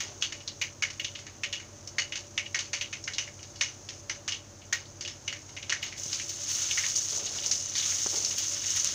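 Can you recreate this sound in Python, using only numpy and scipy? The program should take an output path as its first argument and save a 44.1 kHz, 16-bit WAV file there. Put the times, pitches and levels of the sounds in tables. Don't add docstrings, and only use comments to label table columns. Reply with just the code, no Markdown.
import sys
import numpy as np
from scipy import signal
from scipy.fft import rfft, irfft, next_fast_len
from scipy.io import wavfile
from scipy.ndimage import uniform_filter1d, map_coordinates

SR = 44100
rng = np.random.default_rng(int(sys.argv[2]) if len(sys.argv) > 2 else 0)


def how_loud(loudness_db):
    steps = np.asarray(loudness_db, float) / 20
    return 10 ** steps


def log_audio(samples):
    frames = np.atleast_2d(samples).T
    limited = np.clip(frames, -1, 1)
    pcm = np.round(limited * 32767).astype(np.int16)
    wavfile.write(sys.argv[1], SR, pcm)


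N = 394254


def unit(x):
    return x / np.sqrt(np.mean(x ** 2, axis=-1, keepdims=True) + 1e-20)


def along(points, hz):
    f, v = np.transpose(points)
    return np.interp(np.log(hz + 1), np.log(f + 1), v)


def wobble(rate):
    knots = rng.standard_normal(int(N * rate / SR) + 4)
    return map_coordinates(knots, [np.arange(N) * rate / SR])


def filtered(x, response):
    n = x.shape[-1]
    m = 2 * next_fast_len(n // 2 + 4096)
    return irfft(rfft(x, m) * response(np.fft.rfftfreq(m, 1 / SR)), m)[..., :n]


def causal(gain):
    c = irfft(np.log(gain + 1e-6))
    c[1:len(c) // 2] *= 2
    c[len(c) // 2 + 1:] = 0
    return np.exp(rfft(c))


def resonance(f, hz, width_hz):
    return 1j * f * width_hz / (hz * hz - f * f + 1j * f * width_hz + 1e-9)


def placed(times, rows):
    at = np.round(np.asarray(times) * SR).astype(int)[:, None] + np.arange(rows.shape[1])
    return np.bincount(at.ravel(), rows.ravel(), N + SR)[:N]


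def crackle(per_s, spread_db, life_s):
    bursts = rng.random(N) < per_s / SR
    size = bursts * how_loud(spread_db * np.minimum(rng.exponential(size=N), 4))
    puff = np.exp(-np.arange(SR // 100) / (SR * life_s))
    return unit(signal.fftconvolve(size, puff)[:N] * rng.standard_normal(N))


def swell(s, db, rise_s, fall_db_per_s):
    t = np.arange(N) / SR - s
    return how_loud(db + np.where(t < 0, 20 * t / max(rise_s, .002), -fall_db_per_s * t))


def together(gains):
    return np.sqrt(sum(g ** 2 for g in gains))


# start in seconds, level in dB, steam bubble pitch in Hz,
# crack level in dB.
SEED_POPS = [(0.004, -22.5, 2270, -5), (0.212, -31, 5200, -10), (0.2227, -9, 3100, -16.5),
             (0.3224, -23.5, 2450, -11), (0.403, -32.5, 2920, -21), (0.4761, -18, 4070, -17),
             (0.614, -12, 2390, -14.5), (0.823, -9.5, 2100, -15.5), (0.9014, -31, 2170, -6),
             (0.996, -16.5, 2720, -20), (1.045, -14.5, 3100, -19), (1.1512, -22.5, 3000, -17),
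             (1.1884, -36.5, 2640, -3), (1.266, -30.5, 2150, -9.5), (1.4343, -12, 2600, -17.5),
             (1.527, -15.5, 2900, -15), (1.5988, -29.5, 2150, -13), (1.8739, -25.5, 5830, -18),
             (1.983, -10.5, 2000, -13), (2.1219, -18, 2750, -17), (2.155, -21.5, 2680, -8),
             (2.377, -9.5, 2390, -19.5), (2.4585, -24, 2820, -25), (2.5447, -12.5, 2000, -13),
             (2.589, -18.5, 2780, -8), (2.7313, -16.5, 2220, -8.5), (2.811, -13.5, 2750, -17),
             (2.9278, -17, 2500, -16.5), (3.0394, -24.5, 5830, -22), (3.0757, -17, 1890, -15),
             (3.135, -21, 4020, -14), (3.1822, -14.5, 2620, -11.5), (3.274, -26.5, 2090, -18),
             (3.3908, -36, 2690, -22), (3.4291, -38, 4230, -3), (3.5573, -32, 4640, -12.5),
             (3.6096, -12, 2340, -9), (3.888, -28.5, 3050, -5.5), (4.0955, -18, 1980, -10),
             (4.2779, -23, 2530, -2.5), (4.3209, -16, 3030, -18), (4.616, -36, 2740, -22),
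             (4.726, -10.5, 1920, -12), (5.009, -26.5, 5170, -6), (5.0493, -20, 2900, -19),
             (5.0763, -26.5, 3000, -6), (5.2776, -16.5, 2670, -14.5), (5.3257, -21.5, 2080, -13),
             (5.566, -21.5, 2400, -17), (5.6266, -23, 2760, -19), (5.6955, -16.5, 2620, -8.5),
             (5.7229, -10.5, 1900, -15.5), (5.8267, -17.5, 2550, -14.5), (5.8621, -28, 2940, -9.5),
             (5.9224, -26, 2070, -13.5), (6.1285, -17, 5000, -13), (6.1966, -22.5, 2480, -11),
             (6.292, -23, 5400, -15), (6.7101, -11, 3020, -42.5), (6.774, -12.5, 2120, -15),
             (6.8354, -17, 2130, -19), (7.2619, -18.5, 3870, -21.5), (7.385, -21, 3480, -22),
             (7.435, -19.5, 3600, -19), (7.4598, -21, 5830, -13), (7.5123, -11.5, 5830, -13),
             (7.7528, -18.5, 3760, -11.5), (7.775, -18, 3300, -20), (7.8, -17, 3900, -20),
             (7.825, -19, 3300, -20), (7.92, -25, 2200, -22), (8.158, -18, 5260, -14.5),
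             (8.2476, -15, 5470, -19), (8.309, -28, 3350, -5), (8.3814, -18.5, 5300, -11)]
# time of the pop in seconds, level of its air puff in dB.
SPRAY_PUFFS = [(0.004, -5), (0.2227, -19), (0.614, -13), (0.996, -12), (1.8739, -9), (2.811, -18),
               (4.726, -10), (5.8267, -8), (6.292, -3), (6.7101, -9), (6.774, -8), (7.435, -8),
               (8.158, -10), (8.3814, 3)]


def pops():
    faint_count, faint_db, faint_hz, faint_crack_db = 8, -41, 3200, -10
    luck = rng.random((faint_count, 4)) - .5
    faint = [N / SR / 2, faint_db, faint_hz, faint_crack_db] + luck * [N / SR - .1, 8, 2500, 16]
    s, db, hz, crack_db = np.vstack([SEED_POPS, faint]).T[:, :, None]

    t60 = .31 + .005 * crack_db
    air_db = -31 + 6 * rng.standard_normal(s.shape)
    for at, puff_db in SPRAY_PUFFS:
        air_db[np.argmin(abs(s - at))] = puff_db
    t = np.arange(SR * 2 // 5) / SR
    noise = rng.standard_normal((len(s), 4, len(t)))
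    place_db = -1.5 + 3.8 * rng.standard_normal((len(s), len(POT_MODES)))

    sputter = how_loud(2.77 * unit(uniform_filter1d(noise[:, 3], size=40)))
    blast = how_loud(-4.5 - 60 * t / 0.032)
    tail = how_loud(-8 - 60 * t / np.clip(t60, .04, 1))
    opening = 1 - np.exp(-t * hz / 2.34)
    shape = opening * (blast + tail)
    size = np.sqrt(np.mean(shape ** 2, axis=1, keepdims=True))

    def above(f):
        return 1j * f / (0.45 * hz + 1j * f)

    def crack_colour(f):
        return above(f) ** 2 * resonance(f, 3000, 11800) / (1 + (f / 13000) ** 4)

    bubble = noise[:, 0] * shape * sputter * how_loud(-60 * t / 1.2)
    bubble = unit(filtered(bubble, lambda f: above(f) * resonance(f, hz, .5 * hz) ** 2))
    crack = unit(filtered(noise[:, 1] * shape * sputter, crack_colour))
    air = noise[:, 2] * shape * how_loud(-60 * t / .5)
    air = unit(filtered(air, lambda f: resonance(f, 13000, 9000) ** 2))
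    burst = size * (how_loud(-13.5) * bubble + how_loud(crack_db) * crack + how_loud(air_db) * air)
    rung = filtered(burst, lambda f: bowl(f, place_db))
    return placed(s[:, 0] - .0004, how_loud(db) * rung)


# start in seconds, level in dB, air level in dB.
OIL_SPITS = [(6.9764, -1, -24), (7.1814, -13, -23), (7.3382, -17.5, -32), (7.649, -14, -30),
             (7.8655, -14, -31), (7.9773, -16, -31), (8.042, -19, -33), (8.3714, -9, -20),
             (8.4407, -7, -38), (8.5054, -20, -12), (8.706, -2, -27), (8.762, 0, -14), (8.8458, 8, -32),
             (8.8524, -7, -40), (8.8894, -14, -36)]


def spits():
    s, db, air_db = np.transpose(OIL_SPITS)[:, :, None]
    t = np.arange(SR // 50) / SR
    spray = 0.064 * rng.standard_normal((len(s), len(t))) * how_loud(-60 * t / .008)
    snap = (t == 0) + spray

    def colour(f):
        return resonance(f, 9800, 6000) ** 2 - how_loud(air_db + 19) * resonance(f, 12000, 9000) ** 2

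    return placed(s[:, 0], how_loud(db + 7.5) * filtered(snap, colour))


# frequency in Hz, relative gain in dB.
FIZZ_COLOUR = [(800, -43), (2000, -26.5), (4000, -9.5), (6000, -0.5), (10000, 5.5), (16000, 1)]


def fine_fizz():
    bursts = crackle(per_s=1500, spread_db=3.3, life_s=.001)
    bursts = unit(filtered(bursts, lambda f: resonance(f, 5470, 6300) ** 2))
    fizz = bursts + 1.37 * rng.standard_normal(N)
    return unit(filtered(fizz, lambda f: how_loud(along(FIZZ_COLOUR, f))))


# frequency in Hz, relative gain in dB.
BUBBLING_COLOUR = [(500, -23), (1200, -5), (2200, -4.5), (3500, 2.5), (5000, -3), (9000, -11.5)]


def coarse_bubbling():
    bursts = crackle(per_s=900, spread_db=0.5, life_s=0.0031)
    bubbling = bursts + 0.87 * rng.standard_normal(N)
    return unit(filtered(bubbling, lambda f: how_loud(along(BUBBLING_COLOUR, f))))


# time in seconds, level in dB.
SEED_SIMMER = [(0.0, -48), (0.82, -55.5), (1.07, -48), (1.25, -56.5), (1.84, -53.5), (2.99, -50),
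               (3.68, -51), (4.76, -55.5), (5.55, -50.5), (5.9, -53)]
# time in seconds, steam level in dB, steam fade in dB per second.
FOOD_LOADS = [(5.98, -32, 17), (6.49, -25, 15), (7.757, -25.5, 7)]
# time of the
# top in seconds, fizz level in dB, swell time in seconds, bubbling level in dB against the fizz.
SHORT_SWELLS = [(0.0, -60, .01, 14), (5.83, -43, .03, -1), (6.035, -34, .01, -20), (6.13, -31.5, .05, -11),
                (6.3, -37, .05, -12), (6.41, -33, .06, -14), (6.49, -33, .05, -12), (6.63, -31.5, .15, -8),
                (6.72, -32.5, .05, -9), (6.79, -33, .05, -7), (6.86, -32, .1, -8), (6.953, -27, .004, -19),
                (7.09, -34, .01, -17), (7.15, -30, .08, -17), (7.35, -32, .04, -17), (7.46, -31, .02, -24),
                (7.513, -28, .003, -26), (7.78, -32.5, .03, -5), (7.87, -33, .1, -9), (7.99, -32, .1, -14),
                (8.07, -31.5, .1, -14), (8.25, -30, .01, -20), (8.39, -30.5, .04, -12),
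                (8.44, -33, .03, -12), (8.52, -35, .03, -8), (8.64, -33, .06, -9), (8.7, -27, .1, -12),
                (8.765, -27.5, .04, -10), (8.85, -28, .01, -9), (8.92, -34, .04, -9)]


def frying():
    land_s, fry_fall_db_per_s, swell_fall_db_per_s = .018, 4.2, 110
    fizz_db, bubbling_db = -8, -20
    fry = together(swell(s, db, land_s, fry_fall_db_per_s) for s, db, _ in FOOD_LOADS)
    steam = together(swell(s, db, land_s, fall) for s, db, fall in FOOD_LOADS)
    swells = [swell(s, db, rise_s, swell_fall_db_per_s) for s, db, rise_s, _ in SHORT_SWELLS]
    simmer_s, simmer_db = np.transpose(SEED_SIMMER)
    simmer = how_loud(np.interp(np.arange(N) / SR, simmer_s, simmer_db))

    fizz = together([simmer, how_loud(fizz_db) * fry] + swells)
    fizz = fizz * how_loud(1.1 * wobble(35) + 1.1 * wobble(120))
    swell_bubbling = [how_loud(row[3]) * gain for row, gain in zip(SHORT_SWELLS, swells)]
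    bubbling = together([how_loud(bubbling_db) * fry] + swell_bubbling) * how_loud(0.83 * wobble(25))
    hiss = filtered(rng.standard_normal(N), lambda f: resonance(f, 11700, 13000) ** 2)
    return steam * how_loud(1.5 * wobble(12)) * hiss + fizz * fine_fizz() + bubbling * coarse_bubbling()


# frequency in Hz, width in Hz, level in dB before the
POT_MODES = [(1725, 20, -9.5), (1834, 13, -23), (1887, 38, -1), (2088, 36, -4.5), (2210, 63, 1),
             (2580, 20, -9.5), (2874, 23, 0), (2910, 60, 4.5), (3740, 29, -10), (4460, 33, 4.5),
             (5380, 46, 2), (6070, 29, 4.5), (6580, 45, 2)]


def bowl(f, place_db):
    ring = sum(how_loud(db + place_db[..., [k]]) * resonance(f, hz, width)
               for k, (hz, width, db) in enumerate(POT_MODES))
    return 1 + ring


def pot(x):
    return filtered(x, lambda f: bowl(f, np.full(len(POT_MODES), -3)))


# frequency in Hz, width in Hz, level in dB.
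BOARD_MODES = [(194, 144, -3), (420, 68, 1), (584, 180, -5), (880, 350, -4.5), (1450, 460, -3)]


def board(f):
    return sum((-1) ** k * how_loud(db) * resonance(f, hz, width)
               for k, (hz, width, db) in enumerate(BOARD_MODES))


# start in seconds, level in dB, contact time in seconds.
SPATULA_KNOCKS = [(6.059, -35, 0.00075), (8.061, -19.5, 0.00019)]


def knocks():
    s, db, contact = np.transpose(SPATULA_KNOCKS)[:, :, None]
    t = np.arange(SR // 20) / SR
    push = np.exp(-(t / contact - 2) ** 2)
    rattle = 6e-5 / contact * rng.standard_normal((len(s), len(t))) * how_loud(-60 * t / 0.099)
    return filtered(placed(s[:, 0], how_loud(db + 5) * (push + rattle)), board)


# start in seconds, length in seconds,
# level in dB.
SPATULA_RUBS = [(0.05, .14, -56), (7.13, .42, -51), (8.14, .015, -42.5), (8.19, .2, -56)]


def rubs():
    rise_s, sag_db_per_s, stop_db_per_s = .03, 12, 300
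    gain = 0
    for start, length, db in SPATULA_RUBS:
        onset = swell(start, db, rise_s, sag_db_per_s)
        stop = swell(start + length, db, 99, stop_db_per_s)
        gain = gain + np.minimum(onset, stop)
    friction = crackle(per_s=900, spread_db=1.5, life_s=.004)
    return gain * unit(filtered(friction, lambda f: board(f) * resonance(f, 564, 660) ** 2))


# frequency in Hz, rms level in dB, wander in Hz.
HUM_TONES = [(50, -68, 0.16), (90.1, -60, 0.81), (100.5, -57.5, 0.26), (134.1, -61.5, 1.502)]


def mains_and_fan():
    total = 0
    for hz, db, wander_hz in HUM_TONES:
        phase = 2 * np.pi * np.cumsum(hz + wander_hz * wobble(3)) / SR
        total = total + np.sqrt(2) * how_loud(db + 0.52 * wobble(4)) * np.sin(phase)
    return total


# frequency in Hz, resonance width in Hz, relative level in dB.
FAN_AIR = [(215, 48, -3.5), (317, 68, -3.5), (351, 9.9, -4.5), (578.5, 21, 3.5)]


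def fan_air():
    def bands(f):
        return sum(how_loud(db) * abs(resonance(f, hz, width)) ** 2 for hz, width, db in FAN_AIR)

    return how_loud(-58) * unit(filtered(rng.standard_normal(N), bands))


# frequency in Hz, relative level in dB per Hz.
FLAME_COLOUR = [(22, -8), (45, 0), (90, 9.5), (170, 0.5), (400, 2.5), (700, 0), (1300, -4), (2000, -8.5),
                (5000, -11), (16000, -9)]


def gas_flame():
    roar = unit(filtered(rng.standard_normal(N), lambda f: how_loud(along(FLAME_COLOUR, f))))
    return how_loud(-52.5 + .4 * wobble(3)) * roar


def scene():
    in_pot = pops() + pot(spits() + frying())
    on_board = knocks() + rubs()
    kitchen = mains_and_fan() + fan_air() + gas_flame()
    return (in_pot + on_board + kitchen)[None]


# frequency in Hz, gain in dB.
MICROPHONE_GAIN = [(1000, 0.5), (4500, 1), (5500, 4), (6400, 8.5), (7000, 1.5), (7700, -10.5), (9000, -20),
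                   (11000, -27), (13800, -35), (14700, -17), (15400, -21)]


def phone_microphone(dry):
    top_hz = 15600
    hiss = filtered(rng.standard_normal(N), lambda f: abs(resonance(f, 11700, 8300)) ** 2)
    sound = dry + how_loud(-45.5) * hiss
    return filtered(sound, lambda f: causal(how_loud(along(MICROPHONE_GAIN, f)) * (f < top_hz)))


def band_limit(x):
    return signal.sosfilt(signal.butter(12, 16870, fs=SR, output="sos"), x)


def record(dry):
    mix = phone_microphone(dry)
    return band_limit(mix)


dry = scene()
out = record(dry)
log_audio(out)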